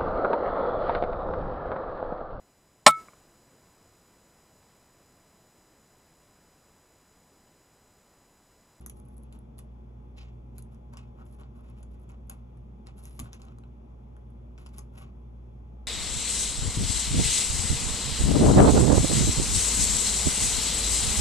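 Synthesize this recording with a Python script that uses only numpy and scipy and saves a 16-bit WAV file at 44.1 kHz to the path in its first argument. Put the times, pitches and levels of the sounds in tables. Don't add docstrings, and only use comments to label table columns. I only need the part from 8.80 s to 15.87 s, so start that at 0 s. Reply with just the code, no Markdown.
import sys
import numpy as np
from scipy import signal
from scipy.fft import rfft, irfft, next_fast_len
from scipy.io import wavfile

SR = 44100
rng = np.random.default_rng(int(sys.argv[2]) if len(sys.argv) > 2 else 0)


def inscribe(sig):
    pcm = np.round(np.clip(np.atleast_2d(sig).T, -1, 1) * 32767)
    wavfile.write(sys.argv[1], SR, pcm.astype(np.int16))


N = 311787
TIME = np.arange(N) / SR


def from_db(db):
    return 10 ** (np.asarray(db) / 20)


def unit_rms(x):
    return x / np.sqrt(np.mean(x ** 2) + 1e-20)


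def at_hz(points, hz):
    freqs_hz, values = np.transpose(points)
    return np.interp(np.log(hz), np.log(freqs_hz), values)


def colour(x, spectrum):
    size = next_fast_len(N)
    hz = np.maximum(np.arange(size // 2 + 1) * SR / size, 1)
    return irfft(rfft(x, size) * from_db(at_hz(spectrum, hz)), size)[..., :N]


def resonate(x, hz, width_hz):
    edges_hz = np.clip([hz - width_hz / 2, hz + width_hz / 2], 10, .45 * SR)
    return signal.sosfilt(signal.butter(2, edges_hz, "band", fs=SR, output="sos"), x)


def lowpass(x, hz, order):
    return signal.sosfilt(signal.butter(order, hz, fs=SR, output="sos"), x)


def drift(per_s, size=2000):
    return np.interp(TIME * per_s, np.arange(size), rng.standard_normal(size))


# harmonic, level_db
HUM = [(1, -44.5), (2, -53), (4, -62), (6, -67.5), (7, -73.5), (10, -77), (14, -69.5), (15, -81), (17, -79)]
# pitch_hz, width_hz, level_db
WHINES = [(126.8, 10, -61), (393.5, 1.5, -82), (495.6, 44, -85), (3378, 150, -88.5)]
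# freq_hz, gain_db
AIR = [(24, -24.5), (42, 3), (75, 1), (105, 2.5), (175, 0), (228, 4.5), (258, -5.5), (560, -14.5),
       (1000, -23.5), (1250, -27.5), (1750, -38.5), (2400, -34.5), (4200, -49.5), (10700, -45),
       (14000, -65), (16000, -74)]
# freq_hz, gain_db
AIR_APART = [(60, -5.5), (130, -11), (200, -9.5), (450, 0.5), (1200, 3.5), (3000, 2.5), (6000, 1.5),
             (9000, -30.5)]


def appliance(mains_hz=60, hum_db=-2.5, waver_db=1.4, flutter_db=0.2391, air_db=-52.5):
    hum = whines = 0
    for harmonic, db in HUM:
        level_db = db + hum_db + waver_db * drift(per_s=5.5) + flutter_db * harmonic * drift(per_s=16)
        cycles = harmonic * mains_hz * TIME + rng.random()
        hum += from_db(level_db) * np.sqrt(2) * np.sin(2 * np.pi * cycles)
    for hz, width_hz, db in WHINES:
        whine = resonate(rng.standard_normal(N + SR), hz, width_hz)[SR:]
        whines += from_db(db) * unit_rms(whine)
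    air = rng.standard_normal(N) + colour(rng.standard_normal((2, N)), AIR_APART)
    return hum + whines + from_db(air_db) * unit_rms(colour(air, AIR))


# start_s, length_s, hollow_db, scratch_db, fizz_db
STROKES = [(0.0, 0.0021, -62, -67, -39), (0.13, 0.07, -80, -90, -61), (0.218, 0.12, -81, -99, -68.5),
           (0.418, 0.019, -90, -74, -60), (0.5, 0.06, -72, -77, -67.5), (0.767, 0.029, -75, -80.5, -52),
           (1.362, 0.03, -66, -57, -57.5), (1.394, 0.045, -64, -62, -66), (1.723, 0.085, -86, -77, -68.5),
           (1.906, 0.029, -72.5, -82, -66), (2.119, 0.017, -57, -68.5, -58), (2.172, 0.019, -59, -59, -64),
           (2.331, 0.099, -66, -78.5, -79.5), (2.435, 0.11, -79, -84, -64), (2.574, 0.038, -60, -70.5, -62),
           (2.737, 0.051, -67.5, -78, -68), (2.816, 0.093, -68, -71.5, -70), (2.945, 0.068, -80, -78, -75),
           (3.09, 0.054, -78.5, -82, -72), (3.184, 0.052, -74.5, -81.5, -67.5),
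           (3.27, 0.037, -63, -71, -65), (3.473, 0.064, -61.5, -68, -60.5), (4.055, 0.017, -62, -64, -62),
           (4.155, 0.045, -69.5, -78, -55), (4.21, 0.07, -70.5, -73, -52), (4.263, 0.12, -86, -78.5, -58),
           (4.405, 0.058, -66.5, -70.5, -57.5), (4.447, 0.025, -59.5, -63.5, -64),
           (4.511, 0.044, -69, -66.5, -59), (4.583, 0.048, -58, -64.5, -59), (4.65, 0.067, -68.5, -74, -76),
           (5.765, 0.1, -68, -69, -64), (5.922, 0.068, -73.5, -70.5, -59),
           (6.113, 0.064, -65.5, -72, -67.5), (6.16, 0.058, -59.5, -62.5, -49)]


def stroke_gains(grip_s=.016, grip_share=.3, release_t60_s=(0.23, 0.25, 0.056)):
    power = np.zeros((3, N))
    for start_s, length_s, *levels_db in STROKES:
        on = (TIME >= start_s) & (TIME < start_s + length_s + max(release_t60_s))
        t = TIME[on] - start_s
        rise_s = grip_s + grip_share * length_s
        grip = np.sin(np.pi / 2 * np.minimum(t / rise_s, 1)) ** 2
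        released_s = np.maximum(t - length_s, 0)
        for band, (db, t60_s) in enumerate(zip(levels_db, release_t60_s)):
            power[band, on] += (grip * from_db(db - 60 * released_s / t60_s)) ** 2
    return np.sqrt(power)


# freq_hz, gain_db
RUB_SPECTRA = [
    [(400, 3.5), (700, 6), (1050, 6), (1350, 5.5), (1750, -15), (3000, -64.5)],
    [(1400, -16), (1900, 3.5), (2550, 11.5), (3300, 2.5), (4100, -2.5), (5800, -8.5), (7300, -4.5),
     (9500, -33.5), (12500, -54.5)],
    [(6000, -14.5), (8300, -11.5), (10300, -1), (11300, -1.5), (12200, -28), (13500, -40.5), (16000, -63)],
]


def rubbing(gains, bands_db=(3.1, -0.2, -8.5), catches_per_s=700, spread_db=3, stutter_db=4):
    sizes = from_db(spread_db * np.minimum(rng.exponential(1, N), 3))
    catches = sizes * rng.choice([-1, 1], N) * (rng.random(N) < catches_per_s / SR)
    sliding = 0.17 * rng.standard_normal(N)
    friction = (catches + sliding) * from_db(stutter_db * drift(per_s=90))
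    return sum(from_db(db) * gain * unit_rms(colour(friction, spectrum))
               for db, gain, spectrum in zip(bands_db, gains, RUB_SPECTRA))


# pitch_hz, width_hz, level_db
WICKER = [
    [(1120, 550, 4.5), (680, 300, -0.5)],
    [(2185, 1900, 7), (3390, 610, -0.5)],
    [(4640, 2100, -2), (7080, 2060, 1.5)],
    [(8600, 1000, -2), (10340, 1400, 6), (15400, 1100, -4.5)],
]
# start_s, level_db
NICKS = [(0.010, -58), (0.168, -65), (0.1715, -61), (0.193, -64), (0.1993, -55), (0.252, -62),
         (0.2823, -68), (0.2855, -58.5), (0.328, -74), (0.343, -65), (0.366, -60), (0.37, -58),
         (0.380, -51.5), (0.400, -71), (0.434, -56), (0.5884, -55.5), (2.5255, -58), (2.564, -71),
         (2.808, -66), (2.9943, -74), (3.0045, -70), (3.2293, -74), (3.4723, -69), (4.237, -49),
         (4.295, -56), (4.364, -57.5), (5.503, -67), (6.138, -72)]


def nicks(fizz_gain, gain_db=-6.5, middle_db=-15, t60_s=.009, faint_per_s=30, size=440):
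    rate_per_s = faint_per_s * np.minimum(fizz_gain / from_db(-68), 3)
    born = rng.random(N) < rate_per_s / SR
    faint_db = -70 + 8 * rng.uniform(-1, 1, N)
    faint_nicks = list(zip(TIME[born], faint_db[born]))
    grit = rng.standard_normal(N + size)
    fade = from_db(-60 * TIME[:size] / t60_s)
    out = np.zeros(N + size)
    for start_s, db in NICKS + faint_nicks:
        at = round(start_s * SR)
        chip = grit[at:at + size] * fade
        middle, bright = (sum(from_db(mode_db) * resonate(chip, hz, width_hz)
                              for hz, width_hz, mode_db in band[:2]) for band in WICKER[2:])
        tick = unit_rms(bright) + from_db(middle_db) * unit_rms(middle)
        out[at:at + size] += from_db(db + gain_db) * tick
    return lowpass(out[:N], hz=11600, order=8)


def fractures(impulse, length_s, splinter_db=-19, splinter_s=0.01, break_db=-1, break_s=.0005,
              cage_db=-9.5, cage_t60_s=0.011):
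    size = len(impulse)
    t = np.arange(size) / SR
    torn = t / length_s
    swell = 1 - np.exp(-torn / 0.46)
    decay = np.exp(-torn ** 4) + from_db(splinter_db) * np.exp(-t / splinter_s)
    clean_break = np.roll(impulse, round(break_s * SR))
    tear = unit_rms(rng.standard_normal(size) * swell * decay) + from_db(break_db) * unit_rms(clean_break)
    reflections = rng.standard_normal((2, size)) * from_db(-60 * t / cage_t60_s)
    paths = unit_rms(impulse) + from_db(cage_db) * unit_rms(reflections)
    return signal.fftconvolve(tear[None], paths, axes=1)[:, :size]


def wicker_ring(impulse, band, strand_modes, spread_hz=130, spread_db=2, tick_db=-10):
    shift_hz = rng.uniform(-spread_hz, spread_hz)
    ring = 0
    for hz, width_hz, db in band + strand_modes:
        gain = from_db(db + spread_db * rng.standard_normal())
        ring += gain * unit_rms(resonate(impulse, hz + shift_hz, width_hz))
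    centre_hz = np.mean([hz for hz, _, _ in band[:2]])
    tick = resonate(impulse, centre_hz, centre_hz / 2)
    return unit_rms(ring) + from_db(tick_db) * unit_rms(tick)


# start_s, length_s, pitch_hz, hollow_db, woody_db, middle_db, bright_db
CRACKS = [(0.062, 0.00048, 3070, -46, -48.5, -41.5, -33.5), (0.0968, 0.0038, 2770, -56, -48.5, -44, -37.5),
          (0.5255, 0.00049, 2700, -65, -54, -51, -48), (0.7824, 0.0015, 3200, -65, -65.5, -52, -47),
          (0.7884, 0.0026, 3180, -54.5, -51, -48.5, -44), (1.782, 0.00017, 2740, -52, -53.5, -47.5, -41),
          (1.823, 0.0029, 2830, -68, -73, -56, -46), (1.9455, 0.0018, 2510, -64, -69, -62.5, -59),
          (2.136, 0.0028, 2500, -47.5, -71, -55.5, -60), (2.171, 0.00037, 2380, -55, -45.5, -42.5, -46.5),
          (2.463, 0.0049, 2970, -63, -64, -62.5, -64), (2.598, 0.0035, 2600, -62, -60, -73, -65),
          (2.634, 0.0011, 2420, -69, -57, -72, -76), (3.0287, 0.006, 3140, -55, -57, -53, -47.5),
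          (3.2915, 0.0011, 2470, -65, -60, -56, -60), (3.297, 0.0014, 2670, -66, -58, -60, -62),
          (3.318, 0.00072, 2500, -63, -65, -63, -63), (3.4963, 0.0043, 3150, -46, -45.5, -39, -33),
          (3.772, 0.0012, 2630, -61, -68, -72.5, -61), (4.0694, 0.0012, 2300, -52.5, -49.5, -46, -49),
          (4.179, 0.0033, 2780, -75, -64, -59.5, -72), (4.246, 0.00093, 2900, -64, -61, -57, -51),
          (4.2543, 0.0012, 2730, -64, -51.5, -45.5, -43), (4.3925, 0.0055, 2170, -39.5, -40.5, -35.5, -38),
          (4.399, 0.0016, 2700, -50, -39, -36.5, -31.5), (4.457, 0.012, 2750, -48, -55, -65, -67),
          (4.531, 0.0007, 2600, -49, -54, -41.5, -46), (4.546, 0.0009, 2900, -70, -76, -73, -60),
          (4.6177, 0.0015, 2400, -62, -53, -48.5, -55), (4.651, 0.0026, 2620, -74, -73, -60, -56),
          (4.684, 0.0012, 2030, -52.5, -57, -73, -71), (4.785, 0.002, 3000, -51, -76, -57.5, -54),
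          (4.8365, 0.002, 2240, -54, -56.5, -68, -69), (5.3655, 0.001, 2900, -55.5, -66, -67, -60),
          (5.778, 0.0018, 2200, -60, -50.5, -56, -64), (5.783, 0.0042, 2330, -50.5, -65, -55.5, -59),
          (5.862, 0.0081, 2250, -45, -47, -47, -48), (5.8897, 0.0008, 2600, -70, -68, -61, -59),
          (5.942, 0.0023, 2100, -56, -67, -60, -62), (5.9828, 0.00031, 2420, -48, -56, -45, -37),
          (5.989, 0.0047, 2570, -57, -58, -44, -56)]
# bright_db, cutoff_hz
CRACK_CUTOFF = [(-46.5, 10360), (-45, 12800)]


def cracks(gain_db=-13.5, overtone_ratio=2.35, size=1500):
    impulse = signal.unit_impulse(size)
    out = np.zeros((2, N + size))
    for start_s, length_s, pitch_hz, *levels_db in CRACKS:
        tear = fractures(impulse, length_s)
        strand = [[], [(pitch_hz, 1500, 18)], [(pitch_hz * overtone_ratio, 2000, -4)], []]
        crack = 0
        for band, strand_modes, db in zip(WICKER, strand, levels_db):
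            ring = wicker_ring(impulse, band, strand_modes)
            ringing = signal.fftconvolve(tear, ring[None], axes=1)[:, :size]
            crack += from_db(db + gain_db) * unit_rms(ringing)
        cutoff_hz = np.interp(levels_db[-1], *np.transpose(CRACK_CUTOFF))
        at = round(start_s * SR)
        out[:, at:at + size] += lowpass(crack, cutoff_hz, order=8)
    return out[:, :N]


# start_s, length_s, pitch_hz, level_db
RASPS = [(1.359, 0.093, 3950, -63)]


def rasp(slips_per_s=4000, width_hz=3400):
    slips = rng.standard_normal(N) * (rng.random(N) < slips_per_s / SR) + 1e-18
    out = np.zeros(N)
    for start_s, length_s, hz, db in RASPS:
        swell = np.sin(np.pi * np.clip((TIME - start_s) / length_s, 0, 1))
        rustle = resonate(resonate(slips, hz, width_hz), hz, width_hz)
        out += from_db(db) * swell * unit_rms(rustle)
    return out


def struck(blows, modes):
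    out = np.zeros(N)
    for start_s, blow_db in blows:
        on = (TIME >= start_s) & (TIME < start_s + 1)
        t = TIME[on] - start_s
        for hz, mode_db, t60_s in modes:
            envelope = from_db(blow_db + mode_db - 60 * np.minimum(t / t60_s, 4))
            out[on] += envelope * np.sin(2 * np.pi * hz * t)
    return out


# start_s, level_db
KNOCKS = [(2.172, -60), (4.392, -50.5), (5.99, -57.5), (6.213, -57)]
# pitch_hz, level_db, t60_s
BALL_MODES = [(450, -16, 0.037), (665, -20.5, .035), (880, 4, 0.034), (1163, 9, 0.061), (1430, -15.5, .018),
              (2250, 5, 0.02)]


def ball_knocks():
    return struck(KNOCKS, BALL_MODES)


# start_s, level_db
BUMPS = [(4.399, -41.5), (4.412, -42.5), (4.431, -43), (4.459, -51)]
# pitch_hz, level_db, t60_s
TRAY_MODES = [(122.3, 3, 0.47), (152, -3, 0.11), (192, -4.5, 0.056), (235.3, -1, 0.2), (288, -12, 0.15),
              (490, -13, 0.14), (673, -14, 0.18), (1140, -23, .035)]


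def tray_bumps():
    return struck(BUMPS, TRAY_MODES)


def room(x, tail_db=-13, t60_s=0.145, lows_db=5.5, first_echo_s=0.0012):
    t = np.arange(SR // 2) / SR
    scatter = rng.standard_normal(len(t)) + rng.standard_normal((2, len(t)))
    decay = from_db(-60 * t / t60_s) * (t > first_echo_s)
    echoes = from_db(tail_db) * unit_rms(scatter * decay) / np.sqrt(len(t))
    echoes += from_db(lows_db) * lowpass(echoes, hz=3500, order=1)
    echoes = lowpass(echoes, hz=11300, order=12)
    return x + signal.fftconvolve(x, echoes, axes=1)[:, :N]


def scene():
    gains = stroke_gains()
    gnawing = cracks() + ball_knocks() + rasp() + rubbing(gains) + nicks(fizz_gain=gains[-1])
    return room(gnawing) + tray_bumps() + appliance()


# freq_hz, lead_rad
PORT_PHASE = [(60, .2), (120, .1), (200, -.1), (330, -.7), (600, -2.4), (1200, -1.7), (2500, -2.4),
              (3500, -1.5), (4650, -2.3), (5300, -.8), (6000, 0), (7200, 1.3), (8200, 2.6), (9700, 3.5),
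              (12000, 6.0)]
# freq_hz, balance_db
PORT_BALANCE = [(60, -0.4), (200, 0), (400, 2.5), (750, 4.5), (1300, 3), (2300, -0.5), (5000, -0.5),
                (9000, -0.2)]


def record(dry, cutoff_hz=16460, fade_s=.006, pad=4096):
    padded = np.pad(dry, [(0, 0), (pad, pad)], "reflect", reflect_type="odd")
    size = next_fast_len(padded.shape[1])
    hz = np.maximum(np.arange(size // 2 + 1) * SR / size, 1)
    side = np.array([[.5], [-.5]])
    ports = from_db(side * at_hz(PORT_BALANCE, hz)) * np.exp(1j * side * at_hz(PORT_PHASE, hz))
    heard = irfft(rfft(padded, size) * ports, size)
    top_cut = signal.ellip(10, .1, 80, cutoff_hz, fs=SR, output="sos")
    heard = signal.sosfilt(top_cut, heard)[:, pad:pad + N]
    edge_s = np.minimum(TIME, TIME[-1] - TIME)
    return heard * np.minimum(edge_s / fade_s, 1)


dry = scene()
out = record(dry)
inscribe(out)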